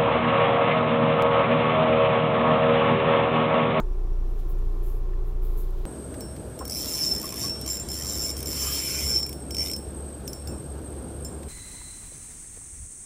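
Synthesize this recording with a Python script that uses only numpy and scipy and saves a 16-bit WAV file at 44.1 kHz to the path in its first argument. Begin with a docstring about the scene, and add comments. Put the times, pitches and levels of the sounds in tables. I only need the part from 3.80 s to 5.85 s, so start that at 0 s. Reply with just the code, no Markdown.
"""Idling car, from inside.

A four-cylinder engine idles at about 870 rpm. Its firings make the cabin throb and the dashboard
drone, combustion rumbles through the bulkhead and the valve gear patters on the panels.
Accessories whine and a pulley twitters faintly over the cabin air. Close by, the trim is knocked
once and a sleeve slides softly as a hand taps and moves a phone."""
import sys
import numpy as np
from scipy import signal
from scipy.fft import rfft, irfft, next_fast_len
from scipy.io import wavfile

SR = 44100
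rng = np.random.default_rng(int(sys.argv[2]) if len(sys.argv) > 2 else 0)


def pcm_store(signal):
    """Save signal as 16-bit PCM."""
    levels = np.round(np.clip(np.atleast_2d(signal), -1, 1) * 32767)
    wavfile.write(sys.argv[1], SR, levels.astype(np.int16).T)


N = 90581
TIME_S = np.arange(N) / SR


def from_db(db):
    """Decibels to gain."""
    return 10 ** (np.asarray(db) / 20)


def unit_rms(x):
    """Scale to RMS 1."""
    return x / np.sqrt(np.mean(x ** 2) + 1e-20)


def curve(rows):
    """Time-value rows interpolated at every sample."""
    return np.interp(TIME_S, *np.transpose(rows))


def drift(rate_hz):
    """Slow random motion, RMS about 1."""
    hop, settle = 20, 4000
    pole = np.exp(-2 * np.pi * rate_hz * hop / SR)
    noise = rng.standard_normal(N // hop + settle + 2)
    slow = signal.lfilter([1], [1, -2 * pole, pole * pole], noise)[settle:]
    return np.interp(np.arange(N) / hop, np.arange(len(slow)), unit_rms(slow))


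def colour(x, spectrum):
    """Filter by a smooth spectrum; RMS 1."""
    hz, db = np.transpose(spectrum)
    size = next_fast_len(N)
    bins_hz = np.maximum(np.fft.rfftfreq(size, 1 / SR), 1)
    gain = from_db(np.interp(np.log(bins_hz), np.log(hz), db)) * (bins_hz > 10)
    return unit_rms(irfft(rfft(x, size) * gain, size)[:N])


def resonate(x, hz, width_hz):
    """One resonance applied twice for steep skirts; RMS 1."""
    b, a = signal.iirpeak(hz, hz / width_hz / np.sqrt(2), fs=SR)
    return unit_rms(signal.lfilter(b, a, signal.lfilter(b, a, x)))


def contact(start_s, hz, width_hz, db, decay_s):
    """A rough ring: a decaying band of noise."""
    envelope = (TIME_S >= start_s) * np.exp(-np.abs(TIME_S - start_s) / decay_s)
    ring = resonate(rng.standard_normal(N + SR), hz, width_hz)[SR:]
    return from_db(db) * envelope * ring


def crank_tones(firings, orders, waver, waver_hz):
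    """Tones locked to the crankshaft, wavering in level and phase."""
    out = 0
    for multiple, db in orders:
        phase = 2 * np.pi * multiple * firings
        in_phase = (1 + waver * drift(waver_hz)) * np.sin(phase)
        quadrature = waver * drift(waver_hz) * np.cos(phase)
        out += from_db(db) * unit_rms(in_phase + quadrature)
    return out


# Cabin air: (frequency [Hz], relative density [dB])
AIR_SPECTRUM = [(500, 6), (3000, -4.5), (6000, -5.5), (9000, -8), (15500, -7)]


def cabin_air(level_db=-64):
    """Steady faint hiss of air."""
    return from_db(level_db) * colour(rng.standard_normal(N), AIR_SPECTRUM)


# Pulley twitter: (time [s], level [dB])
CHIRP_LEVEL = [(0, -81), (.12, -77.5), (.4, -76), (.5, -79.5), (.85, -80), (1.1, -85), (2.05, -85)]


def pulley(firings):
    """One short falling chirp per firing, every second one weaker, no two alike."""
    centre_hz, jitter_hz, fall_hz_per_s = 5710, 44.2, 5000
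    anchor_s, sigma_s, offbeat_db, spread_db = 0.0616, .0065, 4.5, 1.6
    count = firings - np.interp(anchor_s, TIME_S, firings)
    index = np.round(count).astype(int)
    level_scatter, pitch_scatter = rng.standard_normal((N, 2))[index].T
    offset_s = (count - index) / curve(FIRING_RATE)
    strength = from_db(spread_db * level_scatter - offbeat_db * (index % 2))
    envelope = strength * np.exp(-.5 * (offset_s / sigma_s) ** 2)
    hz = centre_hz - fall_hz_per_s * offset_s + jitter_hz * (drift(300) + .5 * pitch_scatter)
    tone = np.sin(2 * np.pi * np.cumsum(hz) / SR)
    return from_db(curve(CHIRP_LEVEL)) * unit_rms(envelope * tone)


# Cloth friction hiss: (frequency [Hz], relative density [dB])
HISS_SPECTRUM = [(2000, -14), (4000, -28), (6000, -11.5), (7200, -6), (8500, -8.5), (10000, -2),
                 (10600, -1.5), (11200, 1), (12000, 2.5), (13300, 1.5), (14300, 0), (15500, .5)]
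# Dull cloth rub: (frequency [Hz], relative density [dB])
RUB_SPECTRUM = [(800, -9), (2200, -10), (3200, -5), (4000, -3), (5500, -10), (9000, -11.5)]
# Sleeve strokes: (start [s], attack [s], hold [s], release per 20 dB [s], hiss [dB], rub [dB],
# hiss tilt [dB/octave], hiss focus [Hz])
SLEEVE_STROKES = [(0.445, .04, 0.61, .1, -70.5, -71, -4, 13000),
                  (0.574, 0.018, .012, 0.032, -61.5, -64, -3, 13500),
                  (0.672, .025, 0.028, 0.018, -52.5, -80, 6, 15000),
                  (0.774, 0.011, .005, 0.026, -64, -76, -8, 12000),
                  (1.02, 0.021, 0.06, 0.13, -55.5, -69, -1.5, 11800),
                  (1.11, .03, .03, .05, -63, -80, 1, 11700), (1.426, 0.04, .025, 0.1, -63, -73, 2, 12200),
                  (1.608, 0.033, 0.025, 0.098, -53, -66.5, 5, 14000),
                  (1.681, .025, 0.046, 0.042, -59.5, -66.5, 1, 14000),
                  (1.757, 0.022, 0.031, 0.084, -49, -63, 0, 14200),
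                  (1.81, 0.025, 0.15, 0.075, -68.5, -65, 1, 13500),
                  (1.954, 0.035, 0.046, 0.082, -65, -65, 6, 14000)]


def sleeve(focus_db=3.5, focus_sigma_hz=860, grain_db=-0.5):
    """Sliding cloth: a grainy hiss of fibres over a duller rub."""
    out = 0
    grain = from_db(grain_db * drift(140))
    hz, cloth_db = np.transpose(HISS_SPECTRUM)
    for start_s, attack_s, hold_s, release_s, hiss_db, rub_db, tilt_db, focus_hz in SLEEVE_STROKES:
        age_s = TIME_S - start_s
        rise = np.clip(age_s / attack_s, 0, 1)
        fall = from_db(-20 * np.maximum(age_s - attack_s - hold_s, 0) / release_s)
        bump_db = focus_db * np.exp(-.5 * ((hz - focus_hz) / focus_sigma_hz) ** 2)
        spectrum = np.transpose([hz, cloth_db + tilt_db * np.log2(hz) + bump_db])
        hiss = from_db(hiss_db) * colour(grain * rng.standard_normal(N), spectrum)
        rub = from_db(rub_db) * colour(rng.standard_normal(N), RUB_SPECTRUM)
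        out += rise * fall * (hiss + rub)
    return out


def grip_tick():
    """A tiny tick of the hand's grip."""
    return contact(start_s=1.9075, hz=12800, width_hz=5000, db=-52, decay_s=.002)


# Phone modes: (frequency [Hz], level [dB], decay [s])
PHONE_MODES = [(1280, -48, .004), (1760, -49.5, .0035), (2750, -63, .008)]


def phone_tap(start_s=1.335):
    """A fingertip sets the phone ringing briefly."""
    age_s = np.maximum(TIME_S - start_s, 0)
    return sum(from_db(db) * np.exp(-age_s / decay_s) * np.sin(2 * np.pi * hz * age_s)
               for hz, db, decay_s in PHONE_MODES)


# Plastic trim modes: (frequency [Hz], width [Hz], level [dB], decay [s])
TRIM_MODES = [(257, 75, -27.5, 0.007), (742, 180, -32, 0.003), (904, 52, -42.5, 0.02),
              (1346, 210, -40.5, 0.012), (2520, 1000, -91, 0.011), (7000, 1100, -53.5, 0.012),
              (9100, 11000, -38, 0.0011)]


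def trim_knock(start_s=0.0014):
    """A light knock rings the trim."""
    return sum(contact(start_s, *mode) for mode in TRIM_MODES)


# Accessory tones: (frequency [Hz], level [dB])
WHINE_TONES = [(367.6, -51.5), (407.3, -56)]
# Whine swell: (time [s], gain [dB])
WHINE_GAIN = [(0, 2), (.18, -0.5), (.35, -7.5), (.68, -5), (.97, 2), (1.22, -4.5), (1.43, 2.5), (1.62, -2),
              (1.83, 0), (2.05, -4)]


def accessory_whine(waver_hz=1, flutter_db=1.5):
    """Engine accessories: near-steady pitches that swell and fade."""
    out = 0
    for hz, db in WHINE_TONES:
        phase = 2 * np.pi * np.cumsum(hz + waver_hz * drift(9.5)) / SR
        out += from_db(db + flutter_db * drift(5.2)) * unit_rms(np.sin(phase))
    return from_db(curve(WHINE_GAIN)) * out


# Dashboard tones: (multiple of firing rate [1], level [dB])
DRONE_ORDERS = [(9.5, -61.5), (11.5, -62), (12, -56.5), (13, -59), (15, -56), (16, -70.5), (19.5, -66.5)]


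def dashboard_drone(firings):
    """High engine orders vibrate the dashboard."""
    return crank_tones(firings, DRONE_ORDERS, waver=.3, waver_hz=2.66)


# Panel resonances: (frequency [Hz], width [Hz], level [dB])
PANEL_MODES = [(356, 54, -53.5), (420, 46, -55), (544, 61, -64.5), (748.4, 55, -64.5), (1058, 106, -63.5),
               (1361, 81, -72), (1770, 100, -76.5), (2395, 60, -79.5), (2757, 39, -81.5),
               (3370, 390, -79.5), (4170, 440, -88), (5130, 88, -85)]


def valve_gear(firings, decay_s=0.0095, spread_db=2.5, steady_force=0.28):
    """Two uneven knocks per firing, over steady noise, ring the panels."""
    knocks = 2 * firings
    age_s = (knocks % 1) / (2 * curve(FIRING_RATE))
    strength = from_db(spread_db * rng.uniform(-0.71, 1, N))[knocks.astype(int)]
    force = steady_force + strength * np.exp(-age_s / decay_s)
    return sum(from_db(db) * resonate(force * rng.standard_normal(N), hz, width_hz)
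               for hz, width_hz, db in PANEL_MODES)


# Engine noise through the bulkhead: (frequency [Hz], relative density [dB])
RUMBLE_SPECTRUM = [(20, 3), (45, 8.5), (66, -5), (80, -1.5), (105, -10), (138, -5), (158, -9.5),
                   (210, -16.5), (280, -12), (480, -18.5), (620, -22), (1150, -23.5), (1600, -36),
                   (2300, -39.5), (4000, -46), (8000, -58.5)]


def combustion_rumble(firings, level_db=-40, throb_depth=0.04, repeat_share=0.27):
    """Combustion noise, swelling at each firing and partly repeating every four."""
    cycle_sample = (firings % 4 * N / firings[-1]).astype(int)
    repeating = np.sqrt(repeat_share) * rng.standard_normal(N)[cycle_sample]
    fresh = np.sqrt(1 - repeat_share) * rng.standard_normal(N)
    throb = 1 + throb_depth * np.cos(2 * np.pi * firings)
    return from_db(level_db) * colour((repeating + fresh) * throb, RUMBLE_SPECTRUM)


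# Cabin boom tones: (multiple of firing rate [1], level [dB])
BOOM_ORDERS = [(.5, -39.5), (1, -24.2), (1.5, -50), (2, -38.6), (2.5, -60), (3, -63), (4, -46.5),
               (4.5, -63), (6, -65), (6.5, -68), (8, -67)]
# Boom swell as the idle labours and eases: (time [s], gain [dB])
BOOM_GAIN = [(0, 0), (.13, -1.3), (.33, .7), (.52, -.8), (.8, 1.2), (1.1, -.6), (1.65, 1), (1.97, -1.8)]


def cabin_boom(firings, spread=.06):
    """Firings of uneven strength make the cabin throb."""
    per_firing = 1 + spread * rng.standard_normal(N)
    strength = np.interp(firings, np.arange(N), per_firing)
    tones = crank_tones(firings, BOOM_ORDERS, waver=.04, waver_hz=3.3)
    return from_db(curve(BOOM_GAIN)) * strength * tones


# Idle speed: (time [s], firing rate [Hz])
FIRING_RATE = [(0, 29.21), (.3, 28.94), (.6, 28.96), (.85, 28.84), (1.05, 29.05), (1.75, 28.94),
               (2.05, 29.13)]


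def firing_count(first_s=0.01, speed_waver=0.0028):
    """Crankshaft position, counted in firings, at a slightly unsteady idle."""
    rate_hz = curve(FIRING_RATE) * (1 + speed_waver * drift(6))
    firings = np.cumsum(rate_hz) / SR
    return firings + 1 - np.interp(first_s, TIME_S, firings)


def scene():
    """Engine, cabin air and hand, in mono."""
    firings = firing_count()
    tones = cabin_boom(firings) + dashboard_drone(firings) + accessory_whine()
    engine = tones + combustion_rumble(firings) + valve_gear(firings) + pulley(firings)
    return (engine + cabin_air() + sleeve() + trim_knock() + phone_tap() + grip_tick())[None]


def record(dry):
    """Steep low-pass on the top treble."""
    cutoff_hz = 15750
    return signal.sosfilt(signal.ellip(12, .1, 80, cutoff_hz, fs=SR, output="sos"), dry)


dry = scene()
out = record(dry)
pcm_store(out)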